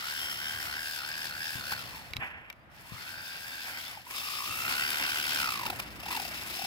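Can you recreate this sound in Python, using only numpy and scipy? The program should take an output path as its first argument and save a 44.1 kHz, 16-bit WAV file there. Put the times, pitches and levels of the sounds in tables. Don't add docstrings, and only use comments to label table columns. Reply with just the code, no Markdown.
import sys
import numpy as np
from scipy import signal
from scipy.fft import rfft, irfft, next_fast_len
from scipy.io import wavfile
from scipy.ndimage import uniform_filter1d

SR = 44100
rng = np.random.default_rng(int(sys.argv[2]) if len(sys.argv) > 2 else 0)


def volts(x):
    e = np.asarray(x, float) / 20
    return 10 ** e


def store_wav(level_fs):
    pcm = np.round(np.clip(np.atleast_2d(level_fs), -1, 1) * 32767)
    wavfile.write(sys.argv[1], SR, pcm.T.astype(np.int16))


N = 293706
T = np.arange(N) / SR

# time in s, speed lost in turns per second.
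SNAGS = [(0.019, 5.152), (0.372, 9.55), (0.694, 7.563), (1.021, 11.57), (1.327, 10.252), (1.627, 14.028)]


def unit(x):
    return x / np.sqrt(np.mean(x ** 2))


def curve(table):
    s, *columns = np.transpose(table)
    return [np.interp(T, s, c) for c in columns]


def held(table):
    s, *columns = np.transpose(table)
    row = np.searchsorted(s[1:], T)
    return [uniform_filter1d(c[row], int(0.119 * SR)) for c in columns]


def tents(table):
    return sum(size * np.clip(1 - np.abs(T - s) / width, 0, 1) for s, size, width in table)


def walk(rate):
    k = int(SR / rate)
    steps = np.repeat(rng.standard_normal(N // k + 1), k)
    return 2.0 * uniform_filter1d(steps, k)[:N]


def colour(x, points, share=1.0, turn=0.):
    size = next_fast_len(N)
    hz, db = np.transpose(points)
    bins = np.arange(size // 2 + 1) * SR / size
    gain = volts(share * np.interp(np.log(bins + 1), np.log(hz), db))
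    return irfft(rfft(x, size) * gain * np.exp(1j * turn), size)[..., :N]


def ringing(hz, rate):
    phase = 2 * np.pi * np.cumsum(hz) / SR
    return walk(rate) * np.cos(phase) + walk(rate) * np.sin(phase)


def add(out, s, sound):
    i = int(s * SR)
    out[..., i:i + sound.shape[-1]] += sound[..., :N - i]


def sides(pan_db):
    return volts(np.array([[pan_db], [-pan_db]]) / 2)


def shaft_speed():
    # time in s, speed in turns per second.
    shaft = [(0.0, 73.25), (1.662, 80.83), (2.121, 29.4), (2.756, 25.92), (2.987, 76.66), (3.481, 80.82),
             (3.837, 76.02), (3.998, 37.89), (4.17, 58.06), (4.41, 57.57), (4.859, 73.8), (5.353, 78.57),
             (5.853, 22.89), (5.969, 21.26), (6.119, 49.65), (6.199, 38.25), (6.425, 24.5), (6.66, 38.25)]
    # time in s, turns per second gained, half width in s.
    speed_shifts = [(.045, -4, .05), (.13, 2.5, .08), (.31, -5, .05), (.415, 5, .05), (4.35, 3, .067),
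                    (4.425, -5, .04), (2.97, -8, .125), (5.25, -4, .25), (6.45, -3.5, .07), (6.59, 3.5, .07)]
    dip_s = .089
    return curve(shaft)[0] - tents([(s, lost, dip_s) for s, lost in SNAGS]) + tents(speed_shifts)


def tyre_scrub():
    start_s, attack_s, end_s, fall_db_per_s = 2.19, 0.035, 2.52, -110
    since = T - start_s
    scrape = volts(-48 + fall_db_per_s * np.clip(since - attack_s, 0, 1))
    drag = volts(-62)
    scrub = np.clip(since / attack_s, 0, 1) * (scrape + drag)
    return scrub * np.clip((end_s - T) / 0.0082, 0, 1)


def drive_levels():
    # time in s, rattle in dB, whine re rattle in dB, throb depth from 0 to 1.
    drive = [(0, -44.5, 0.5, 0.52), (1.72, -47, 0.5, 0.54), (2.06, -61, -1.5, 0.22), (2.33, -74.5, 9, 0.58),
             (2.69, -88, 5, 0.2), (2.72, -71.5, -20, 0), (2.98, -55, 1.5, 0.11), (3.88, -48, -10, 0.46),
             (4.04, -66, 2.5, 0), (4.16, -41.5, -10.5, 0.24), (4.37, -45, -4, 0.3), (4.82, -39, -1.5, 0.6),
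             (5.42, -37.5, -1.5, 0.7), (5.76, -49.5, -0.5, 0.64), (5.97, -54.5, 1.5, 0.76),
             (6.14, -41, 0.5, 0.69), (6.43, -49.5, -7, 0.48), (6.66, -42.5, -3, 0.49)]
    # time in s, gain in dB, half width in s.
    lurches = [(1.725, 6.5, 0.028), (2.27, 8, 0.067), (4.11, 4, 0.014), (4.135, -4, 0.014),
               (4.165, -3.5, .025), (3.7, 2, 0.039), (6.38, 3, .06), (8.2, -4, 0.044), (6.52, 0.5, .04),
               (2.78, 4, 0.055), (4.195, -2.5, 0.012), (4.235, -2.5, 0.029), (1.95, 3, 0.081),
               (5.66, 4, 0.031), (6.3, -1.5, 0.018), (5.8, 9.5, 0.013), (5.9, -2, 0.078), (7.2, 2.5, 0.009),
               (6.46, 2.5, 0.037), (5.36, 1.5, 0.065)]
    # time in s, whine gain in dB, half width in s.
    bites = [(.02, 1.5, 0.084), (0.36, -12, 0.028), (0.75, 1.5, .12), (0.78, 2.5, 0.2), (4.9, 0, 0.027),
             (4.035, -21, 0.031), (3.975, 9.5, 0.028), (5.3, -4.5, 0.13), (4.9, -1, 0.045), (1.05, 1, 0.13),
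             (6.6, 6, 0.028), (1.89, -7, 0.069), (2.9, 4, 0.07), (3.57, 4.5, .11), (3.4, -8, 0.037),
             (4.165, 7.5, 0.03), (4.07, 4, 0.027), (5.72, 8, .035), (3.78, 3, .05), (1.72, 2, .04),
             (.55, 3, 0.16), (1.4, 1.5, 0.16), (4.82, 4, .06), (5.46, 2.5, .05), (3.45, 1.5, 0.45),
             (3.4, 3, 0.11), (4.08, 0, .04), (3.2, 2.5, 0.13), (5.06, -2, 0.42), (5.62, 1.5, 0.068),
             (6.04, -4, 0.049)]
    effort_db, whine_db, depth = curve(drive)
    effort_db = effort_db + tents(lurches)
    wind_up_s, let_go_s = 0.19, 0.019
    ago = [T - s + let_go_s for s, _ in SNAGS]
    strain = uniform_filter1d(sum(np.clip(1 + a / wind_up_s, 0, 1) * (a < 0) for a in ago), 800)
    slack = tents([(s, -2.5, 0.06) for s, _ in SNAGS])
    over = effort_db + slack + 45
    rattle = volts(effort_db + slack + 0.5 * strain)
    hiss = volts(-49 + over + 3.5 * strain)
    whine = volts(effort_db + whine_db + tents(bites) - 3.5 * strain)
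    roll = volts(-50.5 + 0.74 * over) + tyre_scrub()
    return rattle, hiss, whine, roll, np.clip(depth, 0, 1)


def mesh_whine(speed, teeth, backward, place, luck):
    # start in s, second in dB, third in dB re whine.
    upper = [(0, -17, -11), (.9, -29, -6.5), (2.3, -37, -10), (4.1, -16, -20), (4.5, -3, -9),
             (5.4, -7, -30)]
    tight = np.exp(-.5 * ((place + 0.038 * luck[0]) / 0.087) ** 2) * volts(1.9 * luck[1])
    mesh = 2 * np.pi * (teeth * place + .035 * luck[2])
    blur = .55 * walk(300)
    second_db, third_db = held(upper)
    third_hz = 3 * teeth * speed
    cover = .25 + sum(np.exp(-.5 * ((third_hz - hz) / 130) ** 2) for hz in (4330, 4900))
    tone = np.sin(mesh + .28 * blur)
    tone = tone + volts(second_db) * np.sin(2 * mesh + blur)
    tone = tone + volts(third_db) * cover * np.sin(3 * mesh + 1.7 * blur)
    steady = .1 + .03 * backward + .005 * np.clip(speed - 66, 0, None)
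    return unit(tone * (tight + steady))


def loose_teeth(speed, teeth, bind):
    # start in s, level in dB re whine.
    loose = [(0, -9), (1.8, -5), (2.7, -2), (3.8, -6), (4.1, -4), (4.5, -10), (5.4, -7)]
    band = np.array([ringing(.95 * teeth * speed, 320) for port in range(2)])
    return volts(held(loose)[0]) * unit(band * bind)


def shell_modes(throb):
    # start in s, low in Hz, its dB, high in Hz, its dB re rattle.
    shell = [(0, 3110, -8, 5410, -15), (.78, 2610, -42, 4950, -17), (1.65, 2700, -16, 4290, -11),
             (1.88, 2700, -28, 4300, -13), (2.1, 2700, -26, 4300, -27), (2.72, 2500, -22, 4300, -17),
             (3.15, 2880, -33, 4800, -17), (3.76, 3450, -21, 4960, -19), (4.0, 2610, -17.5, 5230, -24),
             (6.02, 2714, -2, 5060, -7), (6.2, 2700, -10, 5120, -11.5), (6.55, 2660, -12, 5300, -11.5)]
    # frequency in Hz, level in dB re rattle.
    frame = [(2050, -22), (2450, -22), (2750, -22), (3150, -21), (3600, -21), (4250, -23), (4650, -22),
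             (5050, -22), (5450, -23)]
    low_hz, low_db, high_hz, high_db = held(shell)
    modes = volts(low_db) * ringing(low_hz, 350) + volts(high_db) * ringing(high_hz, 450)
    for hz, db in frame:
        modes = modes + volts(db + 2.2 * walk(13)) * ringing(np.full(N, hz), 330)
    drive = throb ** 1.6
    return modes * drive / np.mean(drive)


def impact_noise(strike, throb):
    # frequency in Hz, level in dB.
    chassis = [(1800, -20.5), (2600, -2), (3300, 0.5), (4500, -3.5), (5400, -4), (6000, -9.5),
               (8000, -23.5)]
    # frequency in Hz, level in dB per Hz.
    sliding = [(3410, -32), (5800, -2.5), (8640, -1.5), (11400, 0), (13200, -0.5), (15200, 0),
               (15900, -8.5)]
    # frequency in Hz, level in dB.
    rolling = [(120, -17), (250, -13.5), (450, -16), (800, -5), (1200, -5.5), (2000, 1), (2700, -5),
               (3200, -10), (4200, -50)]
    common = np.array([.36, .4, .8])
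    both, own = rng.standard_normal((3, 1, N)), rng.standard_normal((3, 2, N))
    share = np.clip(common, 0, 1)[:, None, None]
    noise = np.sqrt(share) * both + np.sqrt(1 - share) * own
    rattle = unit(colour(noise[0] * strike * throb, chassis)) * volts(2.8 + 1.0 * walk(25))
    hiss = unit(colour(noise[1] * strike * throb, sliding)) * volts(2.0 + 0.71 * walk(30))
    roll = unit(colour(noise[2] * (0.66 + 1.1 * throb), rolling)) * volts(7.0 + walk(20))
    return rattle, hiss, roll


def gears():
    speed = shaft_speed()
    backward = (T > 2.65) & (T < 4.02)
    teeth = np.where(backward, 20.0, 20.7)
    rattle_gain, hiss_gain, whine_gain, roll_gain, depth = drive_levels()
    angle = .234 + .5 + np.cumsum(speed) / SR
    turn = angle.astype(int)
    luck = rng.standard_normal((1000, 4))[turn].T
    place = angle - turn - .5
    strike = volts(2.5 * rng.standard_normal(20000))[(angle * 21).astype(int)]
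    width = np.where(place < -.09, 0.15, 0.3)
    bind = np.exp(-.5 * ((place + 0.081) / width) ** 2) * volts(0.34 * luck[3])
    throb = 1 - depth + 0.59 * depth * bind
    rattle, hiss, roll = impact_noise(strike, throb)
    rattle = rattle + shell_modes(throb) * volts(2.5 * walk(14))
    whine = mesh_whine(speed, teeth, backward, place, luck) + loose_teeth(speed, teeth, bind)
    whine = whine * np.clip((speed - 27) / 12, 0, 1)
    return rattle * rattle_gain + hiss * hiss_gain + roll * roll_gain + whine_gain * volts(3.5) * whine


def knocks():
    # time in s, peak in dB, lows re peak in dB, length in s.
    blows = [(1.5, -28, -21, 0.003), (1.7194, -20, -6.5, 0.0037), (4.7, -28, -7, 0.0051),
             (4.885, -29, -37, 0.0065), (5.093, -18, -19, 0.0039), (5.663, -13.5, -11.5, 0.0028),
             (5.7, -15.5, -15, 0.0025), (5.799, -15.5, -15.5, 0.0019), (6.033, -32, -7, 0.002),
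             (6.058, -29, -9, 0.002), (6.085, -28, -15, .002), (6.0, -27, -15, .002),
             (5.909, -38, -13, .002), (6.2, -19, -15, .0012), (6.5, -23, -15, .0012),
             (5.634, -21, -18, .0012), (5.52, -21, -15, .0012), (6.197, -27, -17, 0.0022),
             (5.791, -29, -4, 0.0027), (6.11, -18.5, -17, 0.0072), (6.164, -14, -30, 0.0022)]
    out = np.zeros((2, N))
    t = T[:1500]
    for s, db, low_db, length in blows:
        shape = t / length * np.exp(1 - t / length) * volts(db - 12.0)
        add(out, s - .001, rng.standard_normal((2, len(t))) * shape * [[1], [volts(low_db)]])
    bright = colour(out[0], [(800, -47), (2500, 7.5), (5500, -3.5), (6500, -12.0), (15000, -7.0)])
    thud = colour(out[1], [(300, 5.0), (800, 15.5), (1400, 20.0), (2500, -36)])
    return bright + thud


def tyres():
    # frequency in Hz, level in dB.
    cobbles = [(120, -35), (220, 5), (350, 4), (500, -8.5), (800, -37)]
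    # time in s, half width in s, Hz, glide in Hz per s, level in dB.
    squeals = [(3.0, .04, 1980, 5000, -56), (2.985, .02, 2120, 0, -58), (2.615, .025, 4700, 5000, -80),
               (5.35, .05, 1980, -600, -50), (6.14, .04, 1950, 0, -52), (3.8, .07, 3250, 2500, -57),
               (3.875, .03, 3500, 3000, -51), (4.185, .045, 3600, -2000, -48),
               (4.18, .05, 5020, -1500, -49), (6.12, .015, 1300, 0, -46), (6.15, .035, 2700, 0, -46),
               (.33, .05, 2900, -3000, -55), (.2, .12, 3120, 600, -56), (.55, .14, 3200, 0, -56),
               (.3, .2, 5380, 300, -56), (.65, .12, 5400, 0, -56), (.8, .08, 5150, 0, -56),
               (4.52, .15, 2680, 300, -52), (5.3, .15, 3250, -500, -50), (5.43, .02, 950, 0, -47),
               (5.485, .02, 930, 0, -48)]
    thud = unit(colour(rng.standard_normal(N), cobbles)) * volts(-59 + 2.2 * walk(15))
    out = thud * np.clip((T - 4.17) / 0.96, 0, 1)
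    for s, width, hz, glide, db in squeals:
        pitch = hz + glide * np.clip(T - s, -width, width)
        out = out + volts(db) * tents([(s, 1, width)]) * ringing(pitch, 230)
    return out


def trigger():
    # time in s, peak in dB, left minus right in dB, treble tilt in dB per octave, chatter in s.
    clicks = [(2.1345, -22, -3, 7, 0.0016), (2.1664, -22, -4, 9, 0.0022), (2.5003, -28, 1, -6, 0.0025),
              (2.5265, -42, -3, -6, 0.003), (2.162, -37, -3, 9, .002)]
    # frequency in Hz, level in dB, t60 in s.
    plastic = [(910, -27, 0.0059), (1520, -23, 0.0086), (2300, 8, 0.021), (2680, 14.5, 0.0045),
               (3280, 8, 0.0046), (3820, 4, 0.006), (4700, 0, 0.0087), (6600, -15, 0.0027),
               (12100, -15, 0.0034)]
    # frequency in Hz, level in dB.
    crack_points = [(3000, -30), (6000, -4), (9500, -14), (12500, 0), (14500, -4), (16000, -12)]
    crack_levels = [-17, -15, -7.5, 0, -5]
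    lever_levels = [-6, -3, -30, -30, -8]
    lever_hz, lever_t60_s, crack_s = 3930, .022, 0.0016
    out = np.zeros((2, N))
    t = T[:800]
    for (s, db, pan_db, tilt_db, length), crack_db, lever_db in zip(clicks, crack_levels, lever_levels):
        ring = np.zeros(len(t))
        for hz, g, t60 in plastic:
            ring += volts(g + tilt_db * np.log2(hz / 3000) - 60 * t / t60) * np.sin(2 * np.pi * hz * t)
        blows = rng.standard_normal(len(t)) + 1.7 * rng.standard_normal((2, len(t)))
        chatter = blows * np.exp(-t / length) * (1 - np.exp(-t / 0.00026))
        snap = signal.fftconvolve(chatter, ring[None], axes=1)
        snap = colour(np.pad(snap, ((0, 0), (0, N))), [(250, -30), (800, 0)])[:, :1600]
        add(out, s, snap / np.abs(snap).max(axis=1, keepdims=True) * volts(db) * sides(pan_db))
        lever = np.sin(2 * np.pi * lever_hz * t) * volts(db + lever_db - 60 * t / lever_t60_s)
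        add(out, s, lever * np.clip(t / .001, 0, 1) * sides(pan_db))
        crack = unit(colour(rng.standard_normal((2, N)), crack_points))[:, :len(t)]
        crack = crack * t / crack_s * np.exp(-t / crack_s * 2)
        add(out, s, crack * volts(db + crack_db) * 2 * sides(pan_db))
    return out


def wind():
    # time in s, peak in dB, frequency in Hz, left minus right in dB.
    bumps = [(1.554, -41.5, 122, 12), (2.11, -52, 79.5, 17), (2.157, -41, 100, 7), (2.183, -42, 101, 10),
             (2.92, -42, 154, 15), (2.936, -48, 109.1, 15), (4.502, -48.5, 100.1, 13),
             (6.639, -44, 191, -5.5)]
    out = np.zeros((2, N))
    t = T[:4000]
    band = signal.butter(2, (100, 260), "bandpass", fs=SR, output="sos")
    for s, db, hz, pan_db in bumps:
        swing = np.sin(2 * np.pi * hz * t) * np.exp(-(t * hz / 1.32) ** 2)
        add(out, s, volts(db + 4.0) * sides(pan_db) * swing)
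        flutter = unit(signal.sosfilt(band, rng.standard_normal(len(t))))
        add(out, s, volts(db - 11.5) * sides(pan_db) * flutter * np.exp(-t / 0.044))
    return out


def traffic():
    # frequency in Hz, level in dB per Hz.
    town = [(24, -44), (40, -8), (58, -1), (98, 0), (123, -0.5), (174, -3), (197, -5), (350, -10),
            (377, -14.5), (591, -9), (1910, -12), (3300, -25), (15500, -79)]
    # time in s, gain in dB, half width in s.
    swells = [(.6, 4.5, 1), (1.8, 7.5, 0.85), (2.72, 3, .25), (3.85, 1.5, .15), (4.0, -0.5, 0.25),
              (4.64, 5, 0.41), (5.15, 2, 0.82), (5.7, 10, 0.67), (6.4, 11, 0.25)]
    mid, side = colour(rng.standard_normal((2, N)), town)
    side = colour(side, [(60, -1), (150, -7), (300, -7), (700, -3), (1400, 0)])
    rumble = unit(mid + side * np.array([[1], [-1]]))
    return rumble * volts(-59 + tents(swells) + 2.5 + 0.9 * walk(9))


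def idling_engine():
    phase = 2 * np.pi * np.cumsum(61 + 1.34 * walk(4)) / SR
    fade = np.clip((T - 4.4) / 1.3, .1, 1)
    return fade * volts(-60 + 2 * walk(6.3)) * np.sin(phase)


def late(x, ms):
    return np.interp(T - ms / 1000, T, x)


def at_ports(truck):
    # start in s, delay in ms.
    bounce = [(0, 0.97), (.85, 1.16), (3.7, 1.34), (4.03, 0.79)]
    # frequency in Hz, left minus right in dB.
    port_levels = [(60, 5), (110, -5), (200, -5), (380, -10), (700, 1.5), (1290, 1.5), (2380, -6),
                   (4400, 10.5), (8120, 18.5), (15000, 20)]
    # frequency in Hz, radians by which the left leads.
    port_phase = [(0, 0), (1890, 2.0), (2150, 2.8), (2410, 2.4), (2670, 4.3), (2930, 3.6), (3620, 5.7),
                  (5680, 8.6), (6550, 12.6), (6800, 12.6), (8010, 16.8), (9730, 20.1), (12500, 30.5),
                  (16600, 43.8)]
    left, right = truck
    far, = held(bounce)
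    left = left + volts(-14) * late(left, 0.3984) + volts(-23.5) * late(left, 1.335)
    right = right + volts(-10.5) * late(right, far)
    size = next_fast_len(N)
    lead = np.interp(np.arange(size // 2 + 1) * SR / size, *np.transpose(port_phase))
    left = colour(left, port_levels, share=0.29)
    right = colour(right, port_levels, share=-0.51, turn=-lead)
    return np.array([left, right])


def scene():
    truck = at_ports(gears() + knocks())
    return truck + tyres() + trigger() + wind() + traffic() + idling_engine()


def roll_off(x):
    return signal.sosfilt(signal.butter(12, 17030, fs=SR, output="sos"), x)


def record(dry):
    dry = signal.sosfilt(signal.butter(2, 38, "highpass", fs=SR, output="sos"), dry)
    dry = dry + volts(-82) * rng.standard_normal(dry.shape)
    cut = signal.sosfilt(signal.ellip(10, .2, 70, 15850, fs=SR, output="sos"), dry)
    return roll_off(cut)


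dry = scene()
out = record(dry)
store_wav(out)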